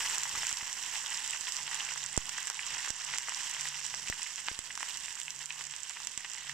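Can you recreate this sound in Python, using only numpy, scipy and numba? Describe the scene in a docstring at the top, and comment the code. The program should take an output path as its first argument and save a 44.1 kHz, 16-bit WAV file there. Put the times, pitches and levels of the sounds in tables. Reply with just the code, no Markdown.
"""Wet leaves and nuts fry in hot oil in a small wok, close under a phone with two unlike microphones.
At once a rush of steam hiss dies away over thousands of bursting bubbles a second, rung as fading sines.
A faint low tone swells and fades over the kitchen's filtered-noise rumble. Soon hollow pops and sharp
cracks ring out, then droplets push the microphones; gain control dips after loud peaks. Over the
seconds the hiss thins slowly, and the lower bubble crowd leans to its smaller, higher bubbles."""
import sys
import numpy as np
from scipy import signal
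from scipy.fft import rfft, irfft
from scipy.io import wavfile
from scipy.ndimage import uniform_filter1d
from numba import njit

SR = 44100
rng = np.random.default_rng(int(sys.argv[2]) if len(sys.argv) > 2 else 0)


def persist_wave(psi):
    """Save psi, clipped to +-1, as 16-bit WAV."""
    counts = np.round(np.clip(psi, -1, 1) * 32767).astype(np.int16)
    wavfile.write(sys.argv[1], SR, np.atleast_2d(counts).T)


def volts(x):
    """Linear amplitude factor 10**(x/20) for a level x in dB, scalar or array-like."""
    e = np.asarray(x, float) / 20
    return 10 ** e


N = 288017
TIME = np.arange(N) / SR

# bubble crowds before the path to the microphones, relative levels:
# t/s, large level/dB, middling level/dB, small level/dB, extra left level/dB
BOIL_LEVELS = [(0.0, -37, -35.5, -37, 3.5), (0.3, -41, -38, -38, 4), (0.58, -43, -39.5, -40, 2.5),
               (0.82, -43, -40, -42, -0.5), (1.16, -39.5, -42.5, -39, 0.5), (1.45, -42.5, -38, -41, -0.5),
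               (1.84, -39, -38.5, -40, -0.5), (2.2, -44, -42.5, -43.5, -0.5), (2.69, -41, -40, -41.5, 0),
               (2.89, -39.5, -43, -40, 0), (2.92, -45.5, -40, -45, 0), (3.16, -37.5, -36, -40.5, 0.7),
               (3.21, -43.5, -39, -43, 1), (3.32, -42, -39.5, -41, 0.3), (3.68, -40.5, -39, -38.5, 1.5),
               (3.71, -46.5, -40, -45.5, 0.5), (3.8, -44, -36, -41.5, 0), (4.31, -47, -43, -42, -0.5),
               (4.48, -46, -39.5, -44, 0.5), (4.6, -47.5, -48, -46, -1.5), (4.89, -45, -45, -41, -0.5),
               (5.28, -49.5, -49, -45.5, -1.5), (5.33, -49.5, -51, -46, -1), (5.62, -45.5, -46, -44.5, -1),
               (5.89, -49, -46, -45.5, -1.5), (6.53, -44.5, -45, -47, -0.8)]
# low hum: t/s, rms level/dB
HUM_LEVELS = [(0.15, -77), (0.33, -62.5), (0.5, -74), (0.8, -103), (1.2, -84), (1.5, -79), (1.65, -68.5),
              (1.88, -75), (2, -64), (2.15, -71.5), (2.95, -89), (3.12, -62.5), (3.22, -77), (3.5, -78),
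              (3.62, -63), (4.0, -72), (4.6, -91), (5.2, -80), (5.32, -71), (5.72, -69.5), (5.82, -100),
              (6.42, -79), (6.52, -59)]
# relative spectral density of the kitchen rumble: f/Hz, level/dB
KITCHEN_SPECTRUM = [(12, -34), (20, -5), (54, -0.5), (93, -3.5), (134, 0.5), (380, -10), (603, -11),
                    (700, -5.5), (910, -56), (1540, -120)]
# hollow pops of the largest bubbles, nominal peaks:
# t/s, ring f/Hz, fade to 1/e in cycles, peak level/dB, extra left level/dB
POP_RINGS = [(0.0607, 1760, 0.15, -22.5, 3.5), (0.1101, 3110, 0.24, -29, 2),
             (0.1775, 1390, 0.26, -24.5, -1), (0.1825, 2010, 0.23, -28, 3), (0.2552, 1540, 0.44, -24, 1),
             (0.353, 1250, 0.27, -23, 1), (0.4324, 1410, 0.18, -21, 1.5), (0.4511, 2350, 2.6, -27.5, 3),
             (0.481, 2810, 1.7, -25.5, 2), (0.5136, 1910, 0.16, -23.5, 4), (0.6096, 1720, 0.43, -28, 0),
             (0.9562, 2400, 1.2, -25, 4.5), (1.0621, 3350, 2.6, -27, 3), (1.3334, 2660, 1.9, -25.5, 3),
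             (1.4704, 3460, 1.2, -20.5, -2), (1.5891, 2400, 0.91, -30, -3), (1.6786, 2900, 0.36, -21.5, 2),
             (1.7996, 2900, 0.38, -24, 1), (1.8051, 3100, 2.76, -25, 3), (1.8892, 2390, 1.6, -26, 1.5),
             (1.9745, 2500, 0.22, -25, 1), (2.1601, 2080, 0.19, -25, 0), (2.2937, 2350, 0.11, -21.5, 0),
             (2.3824, 1580, 0.86, -21.5, -0.5), (2.4715, 1920, 0.21, -28.5, 2),
             (2.4777, 1770, 0.17, -29, 1), (2.5004, 1350, 0.31, -23.5, -1), (2.593, 2330, 3, -21.5, -1),
             (2.6412, 2760, 2.21, -35, -1), (2.769, 1850, 0.25, -24, 1), (2.8473, 2060, 0.61, -23, -1),
             (2.8758, 1270, 0.5, -26.5, 1), (3.0118, 2520, 0.51, -29, 0), (3.1376, 2020, 0.83, -20, 1),
             (3.1843, 2070, 0.2, -26, 4), (3.285, 1490, 0.51, -21.5, -0.5), (3.2938, 1860, 0.18, -28, 0),
             (3.3213, 1420, 0.33, -25.5, 0), (3.5659, 1710, 0.7, -26.0, 0), (3.6552, 1830, 0.95, -24.5, 1),
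             (3.7483, 2600, 1.1, -28, -2), (3.9412, 1390, 0.26, -22, -0.5), (4.0738, 2890, 0.69, -25, 0),
             (4.0834, 2500, 1.9, -27.5, 3.5), (4.1255, 1920, 0.97, -20.5, 0.5),
             (4.2249, 2570, 4.5, -30.5, 0), (4.2639, 2160, 3.3, -28, -2), (4.3804, 2780, 0.63, -28, -1),
             (4.479, 2350, 0.21, -22, -4), (4.4848, 1510, 0.17, -13.5, -0.5), (4.5466, 3290, 1.9, -31, 0),
             (4.5905, 2920, 0.29, -25, 2), (4.7051, 2030, 3.0, -29, -2), (4.7098, 2880, 1.5, -32, 0),
             (4.776, 1420, 0.56, -24.5, -1), (4.8066, 1470, 0.44, -25.5, 0), (4.8295, 1410, 0.25, -19.5, 1),
             (5.0492, 2860, 1.3, -33, 0), (5.0831, 2270, 0.98, -26, -2), (5.1758, 2760, 1.2, -34, -1),
             (5.2006, 2010, 0.18, -32, 1), (5.2155, 3400, 1.5, -28.0, -1), (5.281, 2530, 1.9, -24, 0),
             (5.5055, 2580, 2.2, -22, 0), (5.5969, 1780, 0.16, -34, 1), (5.6103, 1940, 0.37, -26, 1),
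             (5.7383, 2980, 0.29, -25.5, 0), (5.9002, 2200, 0.21, -28.5, -2), (5.909, 2290, 0.25, -28.5, 0),
             (5.9651, 1490, 0.29, -32, -2), (5.9704, 1950, 0.58, -26.5, 0), (6.0714, 2760, 0.13, -27, 3),
             (6.1765, 2790, 0.25, -27, 2), (6.2469, 2250, 0.31, -24.5, 0), (6.2521, 1890, 0.88, -28, 0),
             (6.4956, 1960, 0.96, -24.5, -1.5)]
# sharp cracks as a film of oil tears, nominal peaks:
# t/s, ring f/Hz, fade to 1/e in cycles, peak level/dB, extra left level/dB
CRACK_RINGS = [(0.0608, 6180, 0.65, -22, 8), (0.1105, 6910, 0.35, -20, -5), (0.1826, 7100, 0.77, -17.5, 3),
               (0.2345, 6980, 1.15, -17.5, 6), (0.2941, 7700, 0.66, -18.5, 4), (0.4688, 7250, 1.41, -17, 3),
               (0.4786, 7290, 0.66, -22, -1), (0.4925, 6770, 1.57, -19.5, 5), (0.5137, 6440, 1.98, -29, 3),
               (0.5279, 8600, 0.66, -18, 7), (0.5717, 5730, 0.4, -17, 3), (0.7291, 6990, 0.66, -19, 5),
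               (0.8278, 8970, 0.53, -23.5, 1), (0.8364, 7300, 0.7, -22, 3), (1.1448, 5100, 3.7, -22.5, 3),
               (1.17, 7360, 1.8, -28, -4), (1.1742, 6610, 0.72, -18, 2), (1.1928, 9090, 2.4, -26, -3),
               (1.277, 9040, 1.11, -22, 7), (1.3085, 8400, 1.1, -19, 0), (1.3736, 7100, 1.1, -24, -2),
               (1.4101, 7720, 0.79, -18, -31), (1.5224, 6000, 0.43, -16.5, -3),
               (1.5608, 8670, 1.42, -33, -9), (1.5672, 5800, 1.1, -14.5, -2), (1.7452, 7400, 2.4, -20, -7),
               (1.9782, 6950, 1.0, -21, -3), (2.0394, 7750, 1.25, -21, -9), (2.0623, 7660, 1, -19, -4),
               (2.1658, 7280, 0.72, -19, -10), (2.1767, 8000, 0.87, -11, 3), (2.2932, 8060, 0.3, -19, -1),
               (2.3793, 5870, 1.9, -24, -2), (2.4716, 7510, 2.56, -20, -2), (2.4779, 8100, 0.8, -25, -23),
               (2.5005, 7180, 0.34, -16.5, -6), (2.6055, 8340, 0.82, -25, -5), (2.7818, 5900, 2.2, -23, -2),
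               (2.8483, 6200, 1.5, -24, -2), (2.8913, 7130, 1.06, -21, -5), (2.9044, 7900, 0.57, -13.5, -3),
               (3.0483, 8140, 1, -20, -11), (3.1464, 6960, 2.64, -26, -7), (3.1771, 6770, 0.7, -23, 2),
               (3.1845, 7900, 0.5, -13.5, -1), (3.294, 8730, 0.65, -18.5, 1),
               (3.3466, 5240, 0.71, -17.5, 1), (3.4334, 7100, 1.1, -22, -2), (3.512, 6440, 2.1, -22, 2),
               (3.5941, 6900, 1.1, -28, -2), (3.61, 6140, 3.1, -20, 4), (3.6869, 7790, 1.35, -21, 3),
               (3.8502, 6730, 1.53, -29, 2), (3.8651, 7500, 1.2, -20, -1), (3.9413, 5900, 0.8, -29, 0),
               (3.9472, 6100, 0.97, -18.5, -1), (4.085, 6900, 1.1, -23, -2), (4.0896, 6790, 0.51, -22, -3),
               (4.0999, 6670, 0.29, -18, 8.5), (4.2214, 6200, 0.78, -29, -3),
               (4.2308, 8200, 1.3, -19.5, -10), (4.3588, 6900, 1.1, -21.5, -2),
               (4.4669, 7300, 3.0, -28.0, -3), (4.4849, 4560, 2.1, -23.5, -3), (4.547, 6400, 0.6, -28, 0),
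               (4.5906, 9050, 2, -19, -4), (4.754, 6680, 0.57, -24, 6), (4.7761, 6800, 0.7, -23, 0),
               (4.8067, 7770, 1.04, -25, -2), (4.8298, 10140, 1.2, -23.5, -5),
               (4.9724, 7140, 0.85, -20, -5), (5.0351, 7300, 0.9, -26, -6), (5.059, 7600, 1.1, -24, -6),
               (5.088, 7900, 1.1, -25, -5), (5.1272, 6900, 1.1, -28, -2), (5.154, 7100, 0.9, -26, -3),
               (5.2008, 9250, 3.0, -24, -1), (5.2157, 8550, 0.26, -23.5, 1), (5.2326, 7760, 2.68, -31, -8),
               (5.3054, 6180, 0.55, -19.5, 4), (5.3621, 6900, 0.9, -27, -2), (5.3913, 6800, 1.2, -26, -4),
               (5.4583, 8560, 1.3, -22.5, -3), (5.5245, 7340, 0.9, -26.5, -2), (5.6174, 9030, 3.0, -30, 0),
               (5.64, 8460, 0.51, -25, -7), (5.6529, 6830, 0.7, -30, -4), (5.7636, 8240, 0.86, -22.5, -9),
               (5.8042, 8840, 0.77, -27, -6), (5.8331, 7540, 2.2, -23.5, -11), (5.8956, 8200, 0.71, -21, 4),
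               (6.0487, 7780, 2.7, -28, -9), (6.0716, 6600, 0.83, -16.5, -2), (6.1179, 7600, 0.58, -27, -7),
               (6.1767, 7850, 1, -16.5, -8), (6.2995, 7250, 2.8, -26.5, -9), (6.3163, 6810, 0.71, -26, -1),
               (6.335, 9350, 0.78, -22.5, -6), (6.3834, 6960, 1.1, -27, -2), (6.495, 6900, 0.63, -23, -3)]
# droplets on the microphones: t/s, left push level/dB, right push level/dB
DROPLET_PUSHES = [(0.34, -40, -60), (0.375, -38, -48), (0.527, -70, -38), (0.627, -42, -45),
                  (1.411, -70, -44), (2.063, -68, -43), (2.177, -29.5, -14), (2.9048, -63.5, -31.5),
                  (4.0998, -24.5, -51), (4.515, -33, -46), (4.5909, -52, -35), (6.177, -69.5, -37.5)]
# response of wok bowl and microphone ports together: f/Hz, left level/dB, right level/dB
PORT_RESPONSE = [(262, -24.5, -20), (540, -13, -17.5), (629, -20, -26), (659, -9, -13), (713, -17, -15),
                 (840, -6.5, -7), (984, -5, -3), (1330, -8, -10), (1590, -1, -2), (1770, -3, -1),
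                 (1950, 1, 1), (2363, -7, -3), (2600, -0.5, 1), (2900, 0, 4.5), (3100, 0, 0.5),
                 (3080, 0, 1), (4300, -12, -2.5), (5450, -4.5, 3), (5800, 0, 5.5), (6070, -14, 2.5),
                 (6290, -9, 2), (7745, -14.5, 9), (8180, -20, 0.5), (10090, -24.5, -14),
                 (13000, -19, -19.5), (15050, -17, -15), (15600, -41, -42), (16800, -44, -66.5)]

BUBBLES_A_SECOND = 2600  # in each of the four crowds
HUM_HZ, HUM_WOBBLE = 141.5, 0.0174  # mean pitch; rms wobble as a fraction of it, nearly
KITCHEN_DB = -70  # mean level, about which it flutters
# lesser bursts at random: mean peak over the boil, half-range about it, reference fade
SPITS_A_SECOND = 20
SPIT_OVER_DB, SPIT_SPREAD_DB, SPIT_CYCLES = 7.5, 7.5, 0.73
EDGE_HZ, EDGE_CYCLES, EDGE_DB = 9800, 0.18, -17.5  # click at the start of a crack, dB re the crack's peak
# trail as a cavity closes: base level, slope with delay, longest added delay, pitch scatter either way
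SPLUTTER_DB, SPLUTTER_DB_PER_MS, SPLUTTER_S, SPLUTTER_OCTAVES = -10, -1.15, 0.007, 0.51
GAIN_OVER_DB, GAIN_RATIO, GAIN_RELEASE_S = -27, 1.092, 0.14  # threshold, compression, e-fold of the follower


def curve(table):
    """Linear interpolation of a table's columns over time."""
    s, *columns = np.transpose(table)
    return [np.interp(TIME, s, c) for c in columns]


def over_hz(table, size):
    """Interpolation over log frequency onto the bins of a transform of this size."""
    hz, *columns = np.transpose(table)
    log_bins = np.log(np.fft.rfftfreq(size, 1 / SR) + 1)
    return np.array([np.interp(log_bins, np.log(hz), c) for c in columns])


def causal(db):
    """Minimum phase by the folded cepstrum: the response starts at once and rings after."""
    cepstrum = irfft(np.log(volts(db)))
    half = cepstrum.shape[-1] // 2
    cepstrum[..., 1:half] *= 2
    cepstrum[..., half + 1:] = 0
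    return np.exp(rfft(cepstrum))


def band(x, lo_hz, hi_hz):
    """Butterworth band-pass filtering."""
    sections = signal.butter(2, [lo_hz, hi_hz], "bandpass", fs=SR, output="sos")
    return signal.sosfilt(sections, x)


def unit(x):
    """Normalisation to rms 1 in the mean of both channels."""
    return x / np.sqrt(np.mean(np.mean(x, axis=0) ** 2))


def walk(rate):
    """Slow random modulation: levels drawn at this rate in Hz, joined by ramps, with a spread near 1."""
    hold = int(SR / rate)
    levels = np.repeat(rng.standard_normal(N // hold + 1), hold)
    return 1.15 * uniform_filter1d(levels, hold)[:N]


@njit
def ring(start, hz, cycles, size, length):
    """Damped oscillation: each burst is a fading sine, its start in samples and size given per microphone."""
    out = np.zeros((2, length + 4096))
    for k in range(len(hz)):
        pole = np.exp((2j * np.pi - 1 / cycles[k]) * hz[k] / SR)
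        for c in range(2):
            first = int(start[k, c])
            z = size[k, c] * pole ** (first + 1 - start[k, c])  # keeps the fraction of a sample
            for i in range(min(int(6 * cycles[k] * SR / hz[k]), 4000)):
                out[c, first + 1 + i] += z.imag
                z *= pole
    return out[:, :length]


def bubbles(lo_hz, hi_hz, cycles, spread_db, most_db, lag_s, pan_db, surge_db, shrink_db=0):
    """Superposition of random bursts: most small, some larger, each from its own spot, in surges."""
    count = int(BUBBLES_A_SECOND * N / SR)
    when, pitch, rarity = rng.random((count, 3)).T
    lag, fade, pan = rng.standard_normal((count, 3)).T
    hz = lo_hz * (hi_hz / lo_hz) ** pitch
    at = when * (N - 64) + 32
    # exponential spread in dB, bent over towards most_db
    extra_db = most_db * np.tanh(-spread_db * np.log(rarity + 1e-4) / most_db)
    # size rises with pitch so that the crowd is even over frequency
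    size = hz * volts(extra_db + surge_db[at.astype(int)])
    # as the leaves dry the crowd leans to its smaller bubbles: dB per octave per second
    octaves = np.log2(hz / np.sqrt(lo_hz * hi_hz))
    size = size * volts(shrink_db * (at - N / 2) / SR * octaves)
    side = np.array([1, -1])
    start = at[:, None] + np.clip(lag_s * SR * lag, -30, 30)[:, None] * side / 2
    fades = cycles * volts(4.6 * fade)
    sizes = size[:, None] * volts(pan_db * pan[:, None] * side / 2)
    return unit(ring(start, hz, fades, sizes, N))


def sizzle():
    """Bubble resonance: three sizes fill three bands and surge together; film ticks lie at the top."""
    large_db, middling_db, small_db, left_db = curve(BOIL_LEVELS)
    surge = walk(50)
    large = bubbles(682, 4720, cycles=1.0, spread_db=4.5, most_db=16.0, lag_s=4e-5,
                    pan_db=-0.5, surge_db=1.5 * surge, shrink_db=.5)
    middling = bubbles(4850, 6410, cycles=1.56, spread_db=8.5, most_db=16.5, lag_s=1.5e-5,
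                       pan_db=5.0, surge_db=1.6 * surge)
    small = bubbles(6550, 11650, cycles=1.67, spread_db=7.0, most_db=25.5, lag_s=1.5e-5,
                    pan_db=4.0, surge_db=0.53 * surge)
    ticks = bubbles(12200, 14400, cycles=0.17, spread_db=9.5, most_db=21.5, lag_s=1.5e-5,
                    pan_db=3.0, surge_db=1.95 * surge)
    crowd = volts(large_db) * large + volts(middling_db - 7.0) * middling
    crowd = crowd + volts(small_db) * (volts(-2.0) * small + volts(-0.9) * ticks)
    return crowd * volts([left_db, 0 * left_db])


def steam():
    """Turbulent noise: a puffing high hiss, a first rush dying away, then thinning as the leaves dry."""
    rush_db = 8.0 * np.exp(-TIME / 0.5)
    puff_db = 2.3 * walk(14)
    hiss = band(rng.standard_normal((2, N)), 8200, 17500)
    return volts(-39.0 - 1.45 * TIME + rush_db + puff_db) * hiss


def hum():
    """Frequency and amplitude modulation: one low wavering tone that swells and fades."""
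    hz = HUM_HZ * (1 + HUM_WOBBLE * walk(9.2))
    phase = 2 * np.pi * np.cumsum(hz) / SR
    return np.sqrt(2) * volts(curve(HUM_LEVELS)[0]) * np.sin(phase)


def kitchen(apart=0.27):
    """Partly coherent noise: low rumble of burner and room, its mid shared and its side opposed."""
    spectrum = rfft(rng.standard_normal((2, N))) * volts(over_hz(KITCHEN_SPECTRUM, size=N))
    mid, side = irfft(spectrum, N)
    flutter_db = 2.8 * walk(9)
    return volts(KITCHEN_DB + flutter_db) * unit(mid + apart * side * np.array([[1], [-1]]))


def burst(rows, lo_hz, hi_hz):
    """Damped resonance within a band, sized by its peak after the mean bowl and port response."""
    s, hz, cycles, peak_db, left_db = rows.T
    count = len(hz)
    cycles = np.clip(cycles, .1, 5)
    lag = 1.5e-5 * SR * rng.standard_normal((count, 1)) * np.array([1, -1])
    start = s[:, None] * SR + lag
    # ring every burst in a slot of its own to find the peak it would reach at size 1
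    slots = np.arange(count)[:, None] * 512. + np.zeros(2)
    alone = ring(slots, hz, cycles, np.ones((count, 2)), count * 512)
    alone = band(alone[0].reshape(-1, 512), lo_hz, hi_hz)
    response = causal(over_hz(PORT_RESPONSE, size=512)).mean(axis=0)
    peak = np.abs(irfft(rfft(alone) * response)).max(axis=1)
    size = volts(np.transpose([peak_db + left_db, peak_db])) / peak[:, None]
    return band(ring(start, hz, cycles, size, N), lo_hz, hi_hz)


def spits(lo_hz, hi_hz, boil_db):
    """Random arrivals: lesser bursts in rows like the loud ones, scaled to the boil."""
    count = int(SPITS_A_SECOND * N / SR)
    at, pitch, fade, share, spot = rng.random((count, 5)).T
    s = (at * (N - 64) + 32) / SR
    hz = lo_hz * (hi_hz / lo_hz) ** pitch
    cycles = SPIT_CYCLES * volts(10 * (2 * fade - 1.5))
    peak_db = boil_db[(at * (N - 1)).astype(int)] + SPIT_OVER_DB + SPIT_SPREAD_DB * (2 * share - 1)
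    left_db = 1.6 * (2 * spot - 1)
    return np.transpose([s, hz, cycles, peak_db, left_db])


def splutter(rows, under_db=0, count=5):
    """Cavity collapse: each burst trails later, weaker ones at scattered pitches."""
    late, pitch, share = rng.random((len(rows), count, 3)).T
    late_s = .0008 + SPLUTTER_S * late ** 2
    trail = np.repeat(rows[None], count, axis=0)
    shift_hz = trail[..., 1] * (2 ** (SPLUTTER_OCTAVES * (2 * pitch - 1)) - 1)
    drop_db = SPLUTTER_DB + under_db + SPLUTTER_DB_PER_MS * 1000 * late_s - 6 * share
    trail = trail + np.stack([late_s, shift_hz, 0 * late, drop_db, 0 * late], axis=-1)
    return np.vstack([rows, trail.reshape(-1, rows.shape[1])])


def pops():
    """Cavity resonance gives hollow rings; above them lie sharp cracks, each with a click at its start."""
    large_db, _, small_db, _ = curve(BOIL_LEVELS)
    hollow_rows = np.vstack([POP_RINGS, spits(1000, 4500, large_db)])
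    crack_rows = np.vstack([CRACK_RINGS, spits(3700, 10600, small_db)])
    # a click keeps its crack's time and side, with pitch and fade of its own
    edge_rows = crack_rows * [1, 0, 0, 1, 1] + [0, EDGE_HZ, EDGE_CYCLES, EDGE_DB, 0]
    hollow = burst(splutter(hollow_rows), 190, 10400)
    cracks = burst(splutter(crack_rows, under_db=-6), 3740, 16800)
    return hollow + cracks + burst(edge_rows, 9200, 15300)


def leak(x, seconds):
    """Exponential relaxation: each input decays to 1/e in this time."""
    return signal.lfilter([1], [1, -np.exp(-1 / (seconds * SR))], x)


def droplets(bulge_db=-6.0, bulge_s=0.00051, leak_s=0.0028, recover_s=0.04):
    """Membrane displacement: a splash flicks it out, then in as pressure leaks; the coupling swings back."""
    s, *db = np.transpose(DROPLET_PUSHES)
    hit = np.zeros((2, N))
    hit[:, (s * SR).astype(int)] = volts(np.array(db))
    before = np.arange(64)[::-1] / SR
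    bulge = volts(bulge_db) * np.exp(-(before / bulge_s) ** 4)
    # the outward flick rises just ahead of the inward push
    flick = signal.fftconvolve(hit, bulge[None], axes=1)[:, 64:N + 64]
    push = np.pad(flick, ((0, 0), (0, 1))) - leak(hit, leak_s)
    push = uniform_filter1d(push, size=7)
    return leak(np.diff(push, prepend=0), recover_s)


def heard(x, tail_db=-6.0, tail_t60=0.034, far_db=-20, far_t60=0.76, apart=1.0):
    """Filtering and reverberation: bowl and ports colour; stove top and walls smear, partly unlike per side."""
    t = TIME[:8192]
    near = volts(tail_db - 60 * t / tail_t60) / np.sqrt(tail_t60 * SR / 14)
    far = volts(far_db - 60 * t / far_t60) / np.sqrt(far_t60 * SR / 14)
    shared, *own = rng.standard_normal((3, len(t)))
    echo = (shared + apart * np.array(own)) * (near + far) * (t > .0007)
    echo[:, 0] = 1  # direct sound
    # bursts come from many spots, so the echoes spread them in time without a colour of their own
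    echo = rfft(echo, 2 * len(t))
    echo_db = 10 * np.log10(uniform_filter1d(np.abs(echo) ** 2, size=12))
    path = irfft(echo * causal(over_hz(PORT_RESPONSE, size=2 * len(t)) - echo_db))
    return signal.fftconvolve(x, path[:, :len(t)], axes=1)[:, :N]


@njit
def follow(peak, release):
    """Peak detection: jumps up with each peak, sinks slowly after it."""
    out, level = np.empty(len(peak)), 0.
    for i in range(len(peak)):
        level = max(peak[i], level * release)
        out[i] = level
    return out


def scene():
    """Linear superposition of all sources at the two microphones."""
    frying = heard(sizzle() + steam() + pops())
    return frying + hum() + kitchen() + droplets()


def roll_off(x):
    """The treble ends steeply here."""
    return signal.sosfilt(signal.butter(12, 16470, fs=SR, output="sos"), x)


def record(dry):
    """Dynamic compression: peaks over the threshold lower the gain of both sides, which then creeps back."""
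    peak = follow(np.abs(dry).max(axis=0), np.exp(-1 / (GAIN_RELEASE_S * SR)))
    gain = np.minimum(1, volts(GAIN_OVER_DB) / (peak + 1e-9)) ** (1 - 1 / max(GAIN_RATIO, 1))
    # mean over the last 5 ms, so the gain falls just after a peak
    gain = uniform_filter1d(gain, size=221, origin=110, mode="nearest")
    return roll_off(dry * gain)


dry = scene()
out = record(dry)
persist_wave(out)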